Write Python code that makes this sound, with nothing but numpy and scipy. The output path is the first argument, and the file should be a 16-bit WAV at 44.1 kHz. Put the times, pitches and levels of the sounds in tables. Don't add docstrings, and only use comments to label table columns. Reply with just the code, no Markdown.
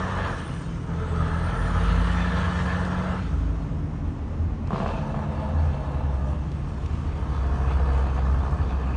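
import sys
import numpy as np
from scipy import signal
from scipy.fft import rfft, irfft
from scipy.io import wavfile
from scipy.ndimage import uniform_filter1d

SR = 44100
rng = np.random.default_rng(int(sys.argv[2]) if len(sys.argv) > 2 else 0)


def invert_db(level):
    return 10 ** (np.asarray(level, dtype=float) / 20)


def master_out(mix):
    frames = np.transpose(np.atleast_2d(mix))
    ceiling = np.clip(frames, -1, 1)
    pcm = np.round(ceiling * 32767).astype(np.int16)
    wavfile.write(sys.argv[1], SR, pcm)


N = 395136

# time in [s], engine braking share [0-1], lugging share [0-1], firing pulse depth [0-1].
MANNER = [
    (0, 0, .3, .3),
    (.9, 0, 0, .3),
    (3.3, 0, 0, .3),
    (4.6, .3, .5, .15),
    (4.7, 1, 0, .4),
    (6.3, 1, 0, .45),
    (7, .1, .9, .3),
    (7.6, 0, 1, .78),
    (8.96, 0, 1, .82),
]
# time in [s], firing rate in [Hz].
FIRING_HZ = [(0, 92.6), (.36, 92.3), (.43, 80.5), (.75, 83.2), (1.0, 82.9), (1.25, 80.6), (1.5, 85.3),
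             (2.0, 85.8), (2.3, 88.8), (2.7, 88.9), (3.21, 92.2), (3.29, 79.7), (4.0, 78.2), (4.2, 73.5),
             (4.75, 74.5), (5.05, 72), (6.3, 67.4), (8.96, 65.4)]
# time in [s], bark level in [dB].
EFFORT_DB = [(0, -34.5), (.31, -33.5), (.37, -40.5), (.62, -46), (.82, -48), (.92, -41), (1.3, -35),
             (3.16, -33.5), (3.24, -44.5), (3.8, -48), (4.7, -47.5), (4.73, -36), (5.45, -36.5),
             (6.33, -39.5), (6.45, -48), (7.0, -45), (7.7, -34.5), (8.96, -37.5)]
# time in [s], hiss level in [dB].
AIRFLOW_DB = [(0, -55), (.28, -55.5), (.6, -58), (.82, -60.5), (1.02, -61.5), (1.2, -59), (1.6, -58),
              (1.8, -54.5), (2.3, -54), (3.15, -58), (3.8, -68), (4.62, -69.5), (4.8, -62), (5.15, -64),
              (6.4, -65.5), (7.0, -62), (7.7, -61.5), (8.96, -63.5)]
# time in [s], level in [dB].
DRONE_DB = [(0, -32), (.25, -30.5), (.6, -54), (.88, -50), (.98, -27.5), (2.2, -31), (2.8, -32.5),
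            (3.25, -35), (3.8, -33.5), (4.9, -38.5), (5.3, -38), (6.2, -26), (6.5, -35.5), (7.1, -31.5),
            (7.5, -23.5), (8.3, -21), (8.6, -27.5), (8.96, -25)]
CYLINDER_DB = [1.8, .6, -.6, -2, -.2, -1]
# share of effort, share of airflow, then level in [dB] pulling, braking, lugging.
STACK_LAW = (0.87, 0.48, -36, -39, -36.5)
BLOCK_LAW = (0.4, 1.23, -48, -46.5, -47)
SECOND_LAW = (0.23, 0.0, -30, -34, -38)
# time in [s], depth in [dB], onset in [dB/s], recovery in [dB/s].
SECOND_DIPS = [(.38, 9.5, 30, 32), (1.08, 12, 118, 148), (1.7, 6, 11, 16), (3.3, 7.5, 40, 28),
               (4.55, 17.5, 29, 47), (6.05, 5, 19, 12), (6.6, 11.5, 34, 10), (7.2, -1, 25, 40)]
# time in [s], peak in [dB], rise in [dB/s], fall in [dB/s].
THIRD_SWELLS = [
    (5.05, -33, 70, 16.5),
    (5.5, -37.5, 8, 58),
    (8.96, -40, 14, 10),
]
# order, start in [s], end in [s], level in [dB].
SINGING = [(2.83, 1.6, 1.98, -48.5), (7.4, 5.4, 5.65, -48), (12.3, 5.46, 5.47, -43),
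           (13.4, 5.83, 5.89, -50), (15.6, 5.82, 6.0, -53), (8.9, 5.95, 6.33, -53), (17.8, 6.18, 6.25, -50),
           (4, 7.6, 8.3, -49), (6.95, 7.7, 7.6, -56), (7.33, 7.85, 8.1, -45), (10.5, 7.45, 7.7, -54)]
# level in [dB] pulling, braking, lugging.
KICK_DB = (-15, -11, -8)
KICK_BAND_HZ = (198, 635)
# start in [s], end in [s], level in [dB].
HOOTS = [
    (.9, 1.3, -43),
    (1.35, 2.2, -44.5),
    (2.25, 3.18, -46),
]
# order, width in [Hz], level in [dB] pulling, braking, lugging.
WHINES = [(5.32, 34, -16, -30, -30), (7.4, 30, -30, -9, -30), (9, 36, -30, -5, -20),
          (12.4, 50, -30, -6, -30)]
# centre in [Hz], width in [Hz], level in [dB].
PIPE_MODES = [
    [(469, 160, -12), (662, 61, -8.5), (850, 92, -11.5)],
    [(490, 44, -3.5), (655, 88, -2), (904, 200, -4)],
    [(442, 40, 3.5), (707, 92, 1), (918, 93, -1)],
]
STACK_MODES = [
    [(1064, 710, 1), (1331, 200, 7.5), (1620, 340, -5), (1995, 65, 2.5), (2040, 75, 2.5)],
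    [(1080, 81, -3.5), (1225, 95, -2.5), (1436, 240, -9.5), (1707, 71, -2), (1741, 106, -6.5)],
    [(1090, 123, 5.5), (1246, 100, 7), (1453, 310, -2), (1647, 50, 0.5), (1742, 30, 0.5)],
]
BLOCK_MODES = [
    [(2410, 12, -3.5), (2632, 45, -5.5), (2984, 100, -4.5), (3270, 78, -6.5), (3526, 60, -7.5),
     (4270, 52, -11), (4625, 93, -11)],
    [(2550, 50, -14), (2663, 71, 4), (3100, 210, -6), (3560, 290, -12.5), (3860, 74, -15.5),
     (4430, 89, -6.5)],
    [(2134, 19, -2), (2540, 87, -6), (3070, 80, -9.5), (3460, 38, -10), (4200, 90, -27), (4530, 180, -13)],
]
# time in [s], low, middle and high pitch in [Hz].
HOWL_HZ = [(0, 1100, 1305, 1714), (1.2, 1100, 1263, 1688), (1.45, 1100, 1331, 1722),
           (1.8, 1120, 1295, 1725), (2.15, 1120, 1307, 1803), (2.352, 1090, 1250, 1700),
           (2.7, 1070, 1300, 1755), (3.201, 1080, 1305, 1673), (8.96, 1080, 1360, 1704)]
# width in [Hz], level in [dB].
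HOWLS = [(100, -11), (110, -6.5), (160, -11.5)]
# start in [s], end in [s], level in [dB].
HOWL_OPEN = [
    [(1.9, 2.0, -7), (2.25, 2.35, 0), (2.55, 2.7, 5)],
    [(1.18, 1.26, 6.5), (1.35, 1.65, 3.5), (1.74, 1.88, 4.5), (2.12, 2.22, -1), (3.28, 3.45, 1)],
    [(0, .32, 11), (1.3, 1.36, 7), (1.6, 1.68, 8.5), (2.1, 2.35, 7.5), (2.5, 2.72, 9)],
]
# frequency in [Hz], density in [dB per Hz].
CLATTER_COLOUR = [(1750, -28.5), (1950, 5.5), (2300, 4.5), (3100, 2), (4100, -1), (4700, -9.5),
                  (5400, -21.5)]
# start in [s], end in [s], extra level in [dB].
BRAKE_RATTLE = [
    (4.76, 5.03, 1.3),
]
# frequency in [Hz], density in [dB per Hz].
HISS_COLOUR = [(4300, -24.5), (5000, -1.5), (6000, -0.5), (6900, -3.5), (7600, -8.5), (8500, -5),
               (9600, -11.5)]
# time in [s], centre in [Hz], level in [dB].
TURBO = [(0, 9300, -89), (.35, 9240, -60), (.5, 9200, -58), (.66, 8670, -59), (.75, 8260, -89),
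         (.95, 7800, -83), (1.1, 8030, -60), (1.3, 8580, -61), (1.45, 9000, -58.5), (1.7, 9430, -56),
         (2.1, 9280, -64), (3.1, 9200, -84), (3.5, 8970, -88.5), (8.96, 9000, -87)]
# time in [s], crack level in [dB], thump level in [dB].
BANGS = [(4.681, -29, -36), (4.706, -17, -32), (4.72, -20, -27), (4.73, -18, -14), (4.759, -17, -26),
         (4.744, -22, -34), (4.781, -23, -28), (4.801, -16.5, -17), (4.814, -22, -34), (4.828, -23, -23),
         (4.843, -24, -34), (4.86, -13.5, -25), (4.874, -22, -26), (4.889, -23, -34), (4.903, -22, -34),
         (4.937, -23, -24), (4.977, -25, -21), (5.143, -20, -28), (5.163, -27, -34), (5.191, -21, -28),
         (5.227, -27, -34), (8.188, -22, -34), (8.481, -23, -33)]
# frequency in [Hz], level in [dB], T60 in [s].
BANG_MODES = [(480, -7, .025), (620, -3, .03), (800, -4, .025), (1010, -1, .03), (1200, -4, .02),
              (1500, -10, .015)]
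THUMP_MODES = [(188, 0, .07), (150, -14, .05), (115, -4, .08)]
# frequency in [Hz], density in [dB per Hz].
WASH_COLOUR = [(250, -14), (420, 7), (1150, -3.5), (1800, -12.5), (3000, -16.5), (5000, -39)]
# start in [s], end in [s], level in [dB].
SHIELD_BUZZ = [(4.674, 4.684, -59), (4.8, 4.82, -55), (4.86, 4.9, -53), (4.925, 4.95, -53),
               (4.978, 5.03, -55), (5.1, 5.25, -70), (7.68, 7.72, -58), (8.08, 8.18, -57),
               (8.62, 8.96, -58)]
# time in [s], peak in [dB], rise in [dB/s], fall in [dB/s].
VALVE_PUFFS = [(4.735, -53, 400, 150), (4.765, -50, 248, 120), (4.81, -53, 300, 100), (4.875, -51, 403, 90),
               (4.98, -55, 200, 120)]
# frequency in [Hz], density in [dB per Hz].
VALVE_COLOUR = [(1800, -22), (2700, -1.5), (4500, -5), (5200, -11), (8000, -27)]
# time in [s], note in [Hz], level in [dB].
CAR_ENGINE = [(0, 47.4, -38), (.7, 41, -49), (1.1, 37.4, -42), (1.45, 43.5, -31.5), (2.0, 54, -24),
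              (2.3, 60.9, -30.5), (2.65, 71.9, -31), (2.9, 69.7, -36.5), (3.15, 60, -33),
              (3.47, 54.2, -25.5), (3.75, 49, -38.5), (4.0, 42.2, -38.5), (4.3, 35.5, -42),
              (5.0, 41.9, -36), (5.55, 41.5, -47), (7.3, 40.6, -37.5), (8.6, 41.7, -39.5),
              (8.96, 42.4, -39)]
# time in [s], tread rate in [Hz].
TREAD_HZ = [(0, 124), (.8, 126.2), (1.7, 125.2), (2.1, 122.6), (2.75, 137.2), (3.4, 139), (4.1, 142.4),
            (5.5, 140.1), (8.96, 139)]
# start in [s], end in [s], level in [dB].
TREAD_SINGS = [
    [(0, 1.8, -39.5), (2.7, 3, -36.5), (5.4, 5, -34.5), (6.62, 6.76, -37.5), (7.55, 10, -44.5)],
    [(2.13, 2.2, -42.5), (3.42, 4.0, -42.5), (5.55, 5.62, -46.5)],
]
# time in [s], peak in [dB], rise in [dB/s], fall in [dB/s].
FLOOR_DRUMS = [
    (6.33, -37, 94, 69),
    (7.3, -39, 9.9, 20),
]
# time in [s], peak in [dB], rise in [dB/s], fall in [dB/s].
BUMPS = [(1.5, -34, 9, 5), (3.8, -30.5, 16, 32), (4.45, -22.5, 33.5, 41), (5.65, -26, 43, 46),
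         (6.55, -27.5, 27, 38), (7.6, -31, -2, 10), (8.58, -28, 34, 30)]
# centre in [Hz], width in [Hz], level in [dB].
BOOM_MODES = [(55, 12, -11), (82, 12, 0)]
# frequency in [Hz], density in [dB per Hz].
RUMBLE_COLOUR = [(15, -50.5), (25, -7), (81, -5), (115, -7.5), (156, -6), (186, -12), (284, -16),
                 (394, -23.5), (560, -28), (719, -35), (996, -34), (1420, -40), (1960, -41.5), (7220, -64),
                 (10000, -97.5), (13000, -110), (22000, -120)]
# time in [s], peak in [dB].
TICKS = [(0.0812, -43), (0.2294, -44), (1.1594, -43), (2.8494, -38), (2.9692, -49), (4.673, -44),
         (4.8794, -45), (5.3994, -50), (6.5166, -42), (6.8597, -41), (8.5884, -57)]
# frequency in [Hz], density in [dB per Hz].
TICK_COLOUR = [(1500, -17), (2500, -5.5), (4500, -11), (6500, -15), (9500, -26)]


def truck():
    hz, = in_time(FIRING_HZ)
    effort_db, = in_time(EFFORT_DB)
    air_db, = in_time(AIRFLOW_DB)
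    brake, lug, depth = in_time(MANNER)
    shares = np.clip(1 - brake - lug, 0, 1), brake, lug
    second_db = follow(SECOND_LAW, effort_db, air_db, shares)
    tones = firing_tones(hz, second_db)
    kick = sum(share * invert_db(effort_db + db) for share, db in zip(shares, KICK_DB)) * kicks(hz)
    gust = invert_db(0.55 * drift(18))
    bark = exhaust_bark(hz, depth, effort_db, air_db, shares)
    bright = clatter_and_hiss(hz, depth, effort_db, air_db, shares)
    return tones + kick + gust * (bark + fading(bright))


def firing_tones(hz, second_db):
    drone_db, = in_time(DRONE_DB)
    second_db = second_db - swells(SECOND_DIPS, quiet_db=0)
    third_db = swells(THIRD_SWELLS, quiet_db=-56)
    tones = orders(hz, (drone_db, second_db, third_db), flutter_db=1.0, wander=.2)
    hoot_db = stretches(HOOTS, fade_db_per_s=90, quiet_db=-69)
    tones = tones + invert_db(hoot_db) * breathy(5.3 * hz, width_hz=36, steady=.6)
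    for order, *row in SINGING:
        level_db = stretches([row], fade_db_per_s=120, quiet_db=-92)
        tones = tones + invert_db(level_db) * orders(order * hz, [0], flutter_db=2.0, wander=1.2)
    return tones


def kicks(hz):
    turns = (np.cumsum(hz) / SR).astype(int)
    strength_db = 2 * np.resize(CYLINDER_DB, N // 200) + rng.standard_normal(N // 200)
    pushes = invert_db(strength_db)[turns] * np.diff(turns, prepend=0)
    return rms_one(bandpass(pushes, 2, *KICK_BAND_HZ))


def exhaust_bark(hz, depth, effort_db, air_db, shares):
    gas = blowdown(hz, depth, uneven_db=0.5)
    pipe = voiced(bandpass(gas, 3, 390, 1000), PIPE_MODES, shares)
    stack = voiced(bandpass(gas, 5, 900, 1900), STACK_MODES, shares)
    for order, width_hz, *manner_db in WHINES:
        level = sum(share * invert_db(db) for share, db in zip(shares, manner_db))
        pipe = pipe + level * breathy(order * hz, width_hz, steady=.3)
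    stack_db = follow(STACK_LAW, effort_db, air_db, shares)
    return invert_db(effort_db - 4.5) * pipe + invert_db(stack_db - 3.0) * (stack + shares[0] * howls())


def howls():
    out = 0
    for pitch_hz, (width_hz, db), rows in zip(in_time(HOWL_HZ), HOWLS, HOWL_OPEN):
        level_db = db + stretches(rows, fade_db_per_s=33, quiet_db=-9) + 1.2 * drift(9.9)
        out = out + invert_db(level_db) * breathy(pitch_hz * (1 + .012 * drift(6)), width_hz)
    return out


def clatter_and_hiss(hz, depth, effort_db, air_db, shares):
    knock, rattle, leak = (blowdown(hz, .35 * depth, uneven_db=3) for _ in range(3))
    block = voiced(bandpass(knock, 3, 2150, 5200), BLOCK_MODES, shares)
    extra_db = stretches(BRAKE_RATTLE, fade_db_per_s=120, quiet_db=0)
    clatter = invert_db(-1.5) * colour(rattle, CLATTER_COLOUR) + invert_db(extra_db - 5.0) * block
    clatter_db = follow(BLOCK_LAW, effort_db, air_db, shares) - 1.47 + drift(6.2)
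    hiss_db = air_db + 0.5 + 0.72 * drift(6.7)
    return invert_db(clatter_db) * clatter + invert_db(hiss_db) * colour(leak, HISS_COLOUR)


def blowdown(hz, depth, uneven_db):
    turns = np.cumsum(hz) / SR
    strength_db = uneven_db * rng.standard_normal(N // 200) + np.resize(CYLINDER_DB, N // 200)
    puff = invert_db(strength_db)[turns.astype(int)] * np.exp(-1.6 * (turns % 1))
    depth = np.clip(depth, 0, 1)
    return rng.standard_normal(N) * rms_one(1 - depth + depth * puff / puff.mean())


def follow(law, effort_db, air_db, shares):
    effort_share, air_share, *levels_db = law
    manner_db = sum(share * db for share, db in zip(shares, levels_db))
    return manner_db + effort_share * (effort_db + 36) + air_share * (air_db + 58)


def voiced(gas, tables, shares):
    return sum(np.sqrt(share) * resonate(gas, modes) for modes, share in zip(tables, shares))


def fading(x):
    parts = signal.stft(x, nperseg=1024)[2]
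    field = uniform_filter1d(rng.standard_normal(parts.shape), 5, axis=0)
    field = uniform_filter1d(field, 7, axis=1)
    return signal.istft(parts * invert_db(2.2 * rms_one(field) - .5), nperseg=1024)[1][:N]


def turbo():
    hz, db = in_time(TURBO)
    width_hz = 340
    pair = breathy(hz, width_hz) + invert_db(-7) * breathy(.948 * hz, width_hz / 2)
    return invert_db(db - 4.5 + 1.5 * drift(15)) * pair


def bangs():
    s, crack_db, thump_db = np.transpose(BANGS)
    ring = strike(s + .001, crack_db - 11, BANG_MODES)
    ring = signal.sosfilt(signal.butter(2, 2600, fs=SR, output="sos"), ring)
    starts = impulses(s, invert_db(crack_db))
    half_width_s = .00028
    u = (np.arange(100) / SR - .0011) / half_width_s
    shock = invert_db(-.5) * signal.lfilter((1 - u * u) * np.exp(-u * u / 2), [1], starts)
    wash = invert_db(-23) * decay(starts, t60_s=.22) * colour(rng.standard_normal(N), WASH_COLOUR)
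    return shock + ring + wash + strike(s + .002, thump_db - 2, THUMP_MODES)


def shield():
    buzz_db = stretches(SHIELD_BUZZ, fade_db_per_s=280, quiet_db=-76) + 3.7 * drift(25)
    buzz = invert_db(buzz_db) * breathy(np.full(N, 2540), width_hz=300)
    puffs = invert_db(swells(VALVE_PUFFS, quiet_db=-92)) * colour(rng.standard_normal(N), VALVE_COLOUR)
    return buzz + puffs


def car():
    note_hz, note_db = in_time(CAR_ENGINE)
    note = orders(note_hz, [note_db + 1.5], flutter_db=1.0, wander=.15)
    tread_hz, = in_time(TREAD_HZ)
    sings_db = [stretches(rows, fade_db_per_s=30, quiet_db=-58) for rows in TREAD_SINGS]
    tread = orders(tread_hz, sings_db, flutter_db=1.5, wander=.3)
    floor_db = swells(FLOOR_DRUMS, quiet_db=-69.5)
    floor = invert_db(floor_db) * breathy(np.full(N, 55.5), width_hz=6, steady=2.2)
    boom = invert_db(swells(BUMPS, quiet_db=-50)) * cabin_boom()
    rumble = invert_db(-31) * colour(rng.standard_normal(N), RUMBLE_COLOUR)
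    return note + tread + floor + boom + rumble


def cabin_boom():
    boom = resonate(rng.standard_normal(N), BOOM_MODES)
    boom = rms_one(bandpass(boom, 2, 38, 110))
    return rms_one(boom + 1.3 * breathy(np.full(N, 80), width_hz=3.9, steady=1.7))


def ticks():
    s, peak_db = np.transpose(TICKS)
    bursts = decay(impulses(s, invert_db(peak_db - 2.5)), t60_s=.028)
    return bursts * colour(rng.standard_normal(N), TICK_COLOUR)


def rms_one(x):
    return x / np.sqrt(np.mean(x ** 2) + 1e-20)


def in_time(rows):
    s, *columns = np.transpose(rows)
    return [np.interp(np.arange(N) / SR, s, c) for c in columns]


def swells(rows, quiet_db):
    t = np.arange(N) / SR
    peaks = [db - np.where(t < s, abs(rise), -abs(fall)) * (s - t) for s, db, rise, fall in rows]
    return np.maximum(np.max(peaks, axis=0), quiet_db)


def stretches(rows, fade_db_per_s, quiet_db):
    t = np.arange(N) / SR
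    held = []
    for start, end, db in rows:
        outside_s = np.maximum(np.maximum(start - t, t - end), 0)
        held.append(db - fade_db_per_s * outside_s)
    return np.maximum(np.max(held, axis=0), quiet_db)


def drift(rate_hz):
    r = np.exp(-80 * np.pi * rate_hz / SR)
    slow = signal.lfilter([1], [1, -2 * r, r * r], rng.standard_normal(N // 40 + 2002))[2000:]
    return np.interp(np.arange(N) / 40, np.arange(len(slow)), rms_one(slow))


def bandpass(x, order, low_hz, high_hz):
    return signal.sosfilt(signal.butter(order, [low_hz, high_hz], "band", fs=SR, output="sos"), x)


def colour(x, points):
    hz, db = np.transpose(points)
    grid_hz = np.maximum(np.fft.rfftfreq(N, 1 / SR), 1)
    gain_db = np.interp(np.log(grid_hz), np.log(hz), db)
    return rms_one(irfft(rfft(x) * invert_db(gain_db), N))


def resonate(x, modes):
    out = 0
    for k, (hz, width_hz, db) in enumerate(modes):
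        r = np.exp(-np.pi * width_hz / SR)
        b = (1 - r * r) / 2 * np.array([1, 0, -1])
        a = [1, -2 * r * np.cos(2 * np.pi * hz / SR), r * r]
        out = out + (-1) ** k * invert_db(db) * signal.lfilter(b, a, x)
    return rms_one(out)


def orders(hz, levels_db, flutter_db, wander):
    turn = 2 * np.pi * np.cumsum(hz) / SR
    out = 0
    for k, db in enumerate(levels_db, 1):
        level = np.sqrt(2) * invert_db(db + flutter_db * drift(4))
        out = out + level * np.sin(k * turn + wander * drift(3))
    return out


def breathy(hz, width_hz, steady=0):
    breath = signal.sosfilt(signal.butter(2, width_hz / 2, fs=SR, output="sos"), rng.standard_normal(N))
    envelope = np.sqrt(2) * rms_one(rms_one(breath) + steady)
    return envelope * np.sin(2 * np.pi * np.cumsum(hz) / SR)


def impulses(s, heights):
    out = np.full(N, 1e-18)
    out[(s * SR).astype(int)] = heights
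    return out


def decay(starts, t60_s):
    return signal.lfilter([1], [1, -invert_db(-60 / (t60_s * SR))], starts)


def strike(s, peak_db, modes):
    spread_db = 2 * rng.standard_normal((len(s), len(modes)))
    out = np.zeros(N)
    for k, (hz, db, t60_s) in enumerate(modes):
        clicks = impulses(s, (-1) ** k * invert_db(peak_db + db + spread_db[:, k]))
        r, w = invert_db(-60 / (t60_s * SR)), 2 * np.pi * hz / SR
        out += signal.lfilter([0, np.sin(w)], [1, -2 * r * np.cos(w), r * r], clicks)
    return out


def scene():
    return (truck() + turbo() + bangs() + shield() + car() + ticks())[None]


def top_cut(x):
    return signal.sosfilt(signal.butter(12, 10590, fs=SR, output="sos"), x)


def record(dry):
    x = signal.sosfilt(signal.butter(4, 36.5, "high", fs=SR, output="sos"), dry)
    x = signal.sosfilt(signal.ellip(14, .3, 70, 9660, fs=SR, output="sos"), x)
    return top_cut(x)


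dry = scene()
out = record(dry)
master_out(out)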